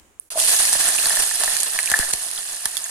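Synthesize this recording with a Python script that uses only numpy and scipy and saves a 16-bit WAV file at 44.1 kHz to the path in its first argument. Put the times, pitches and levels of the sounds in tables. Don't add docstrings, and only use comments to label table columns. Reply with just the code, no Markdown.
import sys
import numpy as np
from scipy import signal
from scipy.fft import rfft, irfft
from scipy.io import wavfile
from scipy.ndimage import uniform_filter1d

SR = 44100
rng = np.random.default_rng(int(sys.argv[2]) if len(sys.argv) > 2 else 0)


def wav_out(sig):
    wavfile.write(sys.argv[1], SR, np.round(np.clip(np.atleast_2d(sig).T, -1, 1) * 32767).astype(np.int16))


N = 127890


def amp(db):
    return 10 ** (np.asarray(db) / 20)


def evened(x):
    return x / np.sqrt(np.mean(x ** 2) + 1e-20)


def read(points, hz):
    f, value = np.transpose(points)
    return np.interp(np.log(hz + 1), np.log(f + 1), value)


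def add(mix, start_s, sound, pan_db):
    part = mix[:, round(start_s * SR):][:, :sound.shape[-1]]
    part += amp([[pan_db / 2], [-pan_db / 2]]) * sound[..., :part.shape[1]]


def shared_pair(a, b, same):
    return np.array([a, same * a + np.sqrt(1 - same ** 2) * b])


# [t/s, fizz level/dB, pot ring level/dB, low bubbling level/dB]
BOIL_LEVELS = [(0.302, -33, -64, -56), (0.321, -29.5, -65, -52), (0.35, -33.5, -72, -41.5),
               (0.366, -25.5, -73, -43), (0.408, -16, -52, -35.5), (.5, -15, -39.5, -35.5),
               (.9, -18, -35.5, -35), (1.25, -20, -39, -38.5), (1.6, -20.5, -39, -38),
               (1.7, -23.5, -45, -42), (2.0, -23.5, -31.5, -40.5), (2.2, -27, -48.5, -44),
               (2.9, -30, -48.5, -47.5)]
BOIL_START_S, BOIL_RISE_S = 0.303, 0.0011


def level(column):
    rows = np.array(BOIL_LEVELS)
    t = np.arange(N) / SR
    start = np.clip((t - BOIL_START_S) / BOIL_RISE_S, 0, 1)
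    return amp(np.interp(t, rows[:, 0], rows[:, column])) * start


# [f/Hz, left-right level/dB]
PORT_LEAN = [(30, 5.5), (250, -1.5), (700, 1.5), (1800, 2), (3000, -5), (4200, -2), (6800, -1.5),
             (9200, -11), (10900, 2.5), (13500, 1.5)]


def colour(x, spectrum):
    hz = abs(np.fft.fftfreq(4096, 1 / SR))
    gain_db = read(spectrum, hz) + np.array([[.5], [-.5]]) * read(PORT_LEAN, hz)
    log_gain = np.log(amp(np.maximum(gain_db, -100)))
    taps = np.fft.ifft(np.exp(np.conj(signal.hilbert(log_gain)))).real[:, :2048]
    return signal.oaconvolve(x, taps, axes=1)[:, :x.shape[-1]]


LARGEST_SPREADS = 3


def clicks(per_s, spread_db):
    size_db = spread_db * np.minimum(rng.exponential(1, N), LARGEST_SPREADS)
    size = amp(size_db) * rng.choice([-1., 1.], N)
    return size * (rng.random(N) < per_s / SR)


def blip(hz, cycles, glide):
    u = np.arange(int(cycles * 2 / hz * SR) + 4) / SR * hz / cycles
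    swell = (np.e * 2.08 * u * np.exp(-2.5 * u)) ** 3
    return swell * np.sin(2 * np.pi * cycles * u * (1 + glide * u / 2))


def scatter(train, lo_hz, hi_hz, cycles, lag_samples, count):
    kind, out = rng.integers(0, count, N), np.zeros((2, N))
    for k, hz in enumerate(np.geomspace(lo_hz, hi_hz, count)):
        u = rng.random(4)
        bubble = blip(hz, cycles * 16.0 ** (u[0] - .5), 0.16 * u[1] - .2) * hz
        x = signal.oaconvolve(train * (kind == k), bubble)[:N]
        lagged = np.roll(x, int(lag_samples * (2 * u[3] - 1)))
        out += [x * (.5 + u[2]), lagged * (1.5 - u[2])]
    return out


def whiten(x):
    z = rfft(x)
    power = uniform_filter1d(abs(z) ** 2, 1500, axis=1)
    return evened(irfft(z / np.sqrt(power + 1e-9), N))


# [f/Hz, relative level/dB per Hz]
FIZZ_SPECTRUM = [(710, -17), (1200, -35.5), (1460, -25), (1720, -8), (2150, -7.5), (2480, -7), (3740, -4.5),
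                 (4360, -1.5), (5070, -3.5), (7330, -1), (9410, 3), (10900, 2), (13600, -15),
                 (14700, -11.5), (15600, -60)]
BUBBLES_PER_S, BUBBLE_SPREAD_DB, BUBBLE_MEDIAN_CYCLES = 9000, 4.2, 7.0
SPITS_PER_S, SPIT_SPREAD_DB, SPIT_S = 110, 2.5, .0006
SPIT_DB, HISS_DB = -10, -3


def fizz():
    train = clicks(BUBBLES_PER_S, BUBBLE_SPREAD_DB)
    bubbles = whiten(scatter(train, 1263, 14850, BUBBLE_MEDIAN_CYCLES, 9, count=60))
    u = np.arange(200) / SR / SPIT_S
    spit_envelope = signal.oaconvolve(abs(clicks(SPITS_PER_S, SPIT_SPREAD_DB)), u * np.exp(-u))[:N]
    spits = spit_envelope * rng.standard_normal((2, N))
    hiss = rng.standard_normal((2, N))
    mix = bubbles + amp(SPIT_DB) * evened(spits) + amp(HISS_DB) * hiss
    return evened(colour(mix, [(500, -36.5)] + FIZZ_SPECTRUM)) * level(column=1)


# [f/Hz, left-right likeness/0..1]
LOW_LIKENESS = [(30, 0.095), (300, 0.95), (900, 0.18), (1400, 0.055)]


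def pair_noise(spectrum):
    a, b = rfft(rng.standard_normal((2, N)))
    same = np.clip(read(LOW_LIKENESS, np.fft.rfftfreq(N, 1 / SR)), 0, 1)
    return evened(colour(irfft(shared_pair(a, b, same), N), spectrum))


# [f/Hz, relative level/dB per Hz]
LOW_SPECTRUM = [(15, 9), (25, -32.5), (123, -14), (344, -9.5), (437, -1.5), (484, -6.5), (648, 3),
                (1500, 1), (1950, -8.5), (3300, -120)]
GULPS_PER_S, GULP_SPREAD_DB, GULP_DB = 700, 2, -4.5


def bubbling():
    gulps = whiten(scatter(clicks(GULPS_PER_S, GULP_SPREAD_DB), 119.0, 1420, 2.5, 27.0, count=16))
    mix = amp(GULP_DB) * evened(colour(gulps, LOW_SPECTRUM)) + pair_noise(LOW_SPECTRUM)
    return evened(mix) * level(column=3)


POT_HZ, POT_WIDTH_HZ, POT_RISE_S = 1745, 135, .0006
POT_DETUNE = .025


def pot_ring(hz):
    t = np.arange(1500) / SR
    envelope = (1 - np.exp(-t / POT_RISE_S)) ** 2 * np.exp(-np.pi * POT_WIDTH_HZ * t)
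    return envelope * np.sin(2 * np.pi * hz * t)


RINGS_PER_S, RING_SPREAD_DB = 350, 4.0
POT_LIKENESS = 0.71


def hollow():
    a, b = clicks(RINGS_PER_S, RING_SPREAD_DB), clicks(RINGS_PER_S, RING_SPREAD_DB)
    strikes = shared_pair(a, b, POT_LIKENESS)
    ring = pot_ring(POT_HZ * (1 - POT_DETUNE)) + pot_ring(POT_HZ * (1 + POT_DETUNE))
    return evened(signal.oaconvolve(strikes, ring[None])[:, :N]) * level(column=2)


FLICKER_DB = 1.0


def flicker():
    fast, slow = (evened(uniform_filter1d(uniform_filter1d(rng.standard_normal(N), n), n))
                  for n in (500, 3000))
    return FLICKER_DB * (fast + slow / 2)


# [t/s, level before colouring/dB, left-right level/dB]
DROPLET_CRACKS = [(0.3994, -8.5, -4), (0.653, -7, 9), (0.730, -3, 3), (0.8564, -13, -2), (0.936, -21, -4),
                  (1.057, -10.5, -2.5), (1.096, -5, -2), (1.107, -29, -8), (1.1704, -13.5, -12),
                  (1.199, -13, -1), (1.222, -7.5, -0.5), (1.436, -8.5, -16), (1.444, -11, -10),
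                  (1.567, -10, -7), (1.604, -11.5, -9), (1.632, -7, -7), (1.7894, -7, -1),
                  (1.8584, -12, -10), (1.8999, -9, -6), (1.9158, -2, 3.5), (1.9897, -4.5, 6),
                  (2.132, -9, 3), (2.1358, -2, -1), (2.3132, -17, -11), (2.656, -4, 1), (2.7688, -10, -8.5),
                  (2.7761, -12.5, -10)]
# [t/s, f/Hz, level before envelope/dB, length/cycles, left-right level/dB]
SINGING_BUBBLES = [(0.401, 3370, -9, 4.7, -3), (0.9844, 2830, -12, 9, -14), (1.057, 4560, -6.5, 6.0, -7),
                   (1.603, 7240, -8, 16, -8), (1.7893, 2200, -5.5, 4.3, -3), (1.8742, 2700, -13, 9.2, -6),
                   (2.377, 3700, -15, 7.9, -8), (2.6557, 3630, -19.5, 16, -10),
                   (2.7685, 3730, -13, 14.6, -12.5), (2.841, 7200, -10, 26, -5.5)]
# [t/s, pot ring level before envelope/dB, falling gulp level/dB]
LARGE_BURSTS = [(0.601, -35, -26), (0.750, -17, -24.5), (1.057, -13.5, -28), (1.1055, -12.5, -26.5),
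                (1.170, -14, -29), (1.312, -15.5, -31.5), (1.410, -17, -28), (1.4352, -13, -22),
                (1.477, -9.5, -29), (1.566, -17, -49), (1.627, -30, -37), (1.7874, -10.5, -34),
                (1.9171, -8.5, -24.5), (1.939, 3.5, -25), (1.958, -12, -33), (2.0285, -11, -30),
                (2.135, -22, -44), (2.6564, -14, -29.5)]
CRACK_S, CRACK_LOW_HZ, CRACK_BODY_HZ, CRACK_BODY_DB = .0006, 600, 3500, -10
POP_GLIDE = -.12
GULP_SWEEP_HZ, GULP_LOW_HZ, GULP_FALL_S, GULP_DECAY_S = 1500, 620, .0016, .0024


def pops():
    crack, tone = np.zeros((2, 2, N))
    u, t = np.arange(400) / SR / CRACK_S, np.arange(1500) / SR
    for start_s, db, pan_db in DROPLET_CRACKS:
        noise = rng.choice([-1., 1.], (2, 400))
        add(crack, start_s, amp(db) * noise * (u * np.exp(1 - u)) ** 2, pan_db)
    for start_s, hz, db, cycles, pan_db in SINGING_BUBBLES:
        add(tone, start_s, amp(db) * blip(hz, cycles, POP_GLIDE), pan_db)
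    gulp_envelope = t / GULP_DECAY_S * np.exp(1 - t / GULP_DECAY_S)
    for start_s, ring_db, gulp_db in LARGE_BURSTS:
        size, detune = np.tanh(rng.standard_normal(2))
        gulp_hz = GULP_LOW_HZ * (1 + size / 10) + GULP_SWEEP_HZ * np.exp(-t / GULP_FALL_S)
        phase = 2 * np.pi * np.cumsum(gulp_hz) / SR
        add(tone, start_s, amp(gulp_db) * np.sin(phase) * gulp_envelope, 0)
        add(tone, start_s, amp(ring_db) * pot_ring(POT_HZ * (1 + POT_DETUNE * detune)), 0)
    band = signal.butter(2, [CRACK_LOW_HZ, CRACK_BODY_HZ], "band", fs=SR)
    body = signal.lfilter(*band, crack)
    return colour(crack, FIZZ_SPECTRUM) + amp(CRACK_BODY_DB) * body + tone


# [t/s, level before envelope/dB, left-right level/dB]
LOW_THUMPS = [(0.622, -48, -23), (0.698, -44, -15), (0.753, -34, -5), (0.848, -47, -31), (1.058, -44, -30),
              (1.914, -30, -7), (1.99, -33, -31), (2.135, -34.5, -17), (2.655, -42.5, -23)]
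# [t/s, level before envelope/dB, f/Hz, t60/s]
ONION_KNOCKS = [(0.319, -33, 660, 0.029), (0.357, -21.5, 662.5, 0.16), (0.374, -18, 648, 0.093),
                (0.409, -30, 648, 0.23)]
CHIRP_SWEEP_HZ, CHIRP_LOW_HZ, CHIRP_FALL_S, THUMP_DECAY_S = 1400, 35, .0028, .011
KNOCK_RISE_S = 0.00059


def thuds():
    out, t = np.zeros((2, N)), np.arange(3000) / SR
    phase = 2 * np.pi * np.cumsum(CHIRP_LOW_HZ + CHIRP_SWEEP_HZ * np.exp(-t / CHIRP_FALL_S)) / SR
    thump = np.sin(phase) * (1 - np.exp(-2 * t / CHIRP_FALL_S)) * np.exp(-t / THUMP_DECAY_S)
    for start_s, db, pan_db in LOW_THUMPS:
        add(out, start_s, amp(db) * thump, pan_db)
    for start_s, db, hz, t60_s in ONION_KNOCKS:
        envelope = amp(db - 60 * t / t60_s) * (1 - np.exp(-t / KNOCK_RISE_S))
        add(out, start_s, envelope * np.sin(2 * np.pi * hz * t), 0)
    return out


GUST_S, GUST_DB, GUST_TURN_S, GUST_DECAY_S, GUST_PAN_DB = 1.994, -35, .028, .032, -28
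GUST_RISE_S = .0028


def gust():
    out, t = np.zeros((2, N)), np.arange(12000) / SR
    push = (1 - np.exp(-t / GUST_RISE_S)) ** 2 * (1 - t / GUST_TURN_S) * np.exp(-t / GUST_DECAY_S)
    add(out, GUST_S, amp(GUST_DB) * push, GUST_PAN_DB)
    return out


ECHO_DB, ECHO_T60_S = -9, .05


def echoes(x):
    t = np.arange(4000) / SR
    sparse = rng.standard_normal((2, 4000)) * (rng.random((2, 4000)) < .1)
    tail = sparse * amp(-60 * t / ECHO_T60_S) * (t > .002)
    tail /= np.linalg.norm(tail, axis=1)[:, None]
    return amp(ECHO_DB) * signal.oaconvolve(x, tail, axes=1)[:, :N]


# [f/Hz, relative level/dB per Hz]
KITCHEN_SPECTRUM = [(20, -20), (66, -9.5), (131, -25.5), (340, -16.5), (430, -21.5), (2430, -28),
                    (4750, -37), (6600, -30), (7100, -25), (7700, -29.5), (15000, -40.5)]
KITCHEN_START_DB, KITCHEN_SINK_DB_PER_S = -53.5, -37
KITCHEN_END_S, KITCHEN_FADE_S = 0.297, 0.013
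TICK_S, TICK_HZ, TICK_DB, TICK_PAN_DB = 0.1982, 9800, -8, -5.5
TICK_HISS_DB, TICK_HISS_T60_S = -54, 0.74


def kitchen():
    t, hiss_t = np.arange(N) / SR, np.arange(5000) / SR
    out = amp(KITCHEN_START_DB + KITCHEN_SINK_DB_PER_S * t) * pair_noise(KITCHEN_SPECTRUM)
    hiss = signal.lfilter(*signal.iirpeak(TICK_HZ, 4.0, SR), rng.standard_normal((2, 5000)))
    add(out, TICK_S, amp(TICK_HISS_DB - 60 * hiss_t / TICK_HISS_T60_S) * evened(hiss), TICK_PAN_DB)
    add(out, TICK_S, amp(TICK_DB) * blip(TICK_HZ, 11.4, -.05), TICK_PAN_DB)
    return out * np.clip((KITCHEN_END_S - t) / KITCHEN_FADE_S, .1, 1)


def scene():
    near, unrest_db = pops(), flicker()
    boil = fizz() * amp(unrest_db) + (hollow() + bubbling()) * amp(2.58 * unrest_db)
    return boil + near + echoes(near) + thuds() + gust() + kitchen()


LEFT_LAG_SAMPLES, EDGE_HZ = 2, 16300


def record(dry):
    ports = np.clip([np.roll(dry[0], LEFT_LAG_SAMPLES), dry[1]], -1, 1)
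    low_pass = signal.firwin(511, EDGE_HZ, window=("kaiser", 12), fs=SR)
    return signal.oaconvolve(ports, low_pass[None], "same")


dry = scene()
out = record(dry)
wav_out(out)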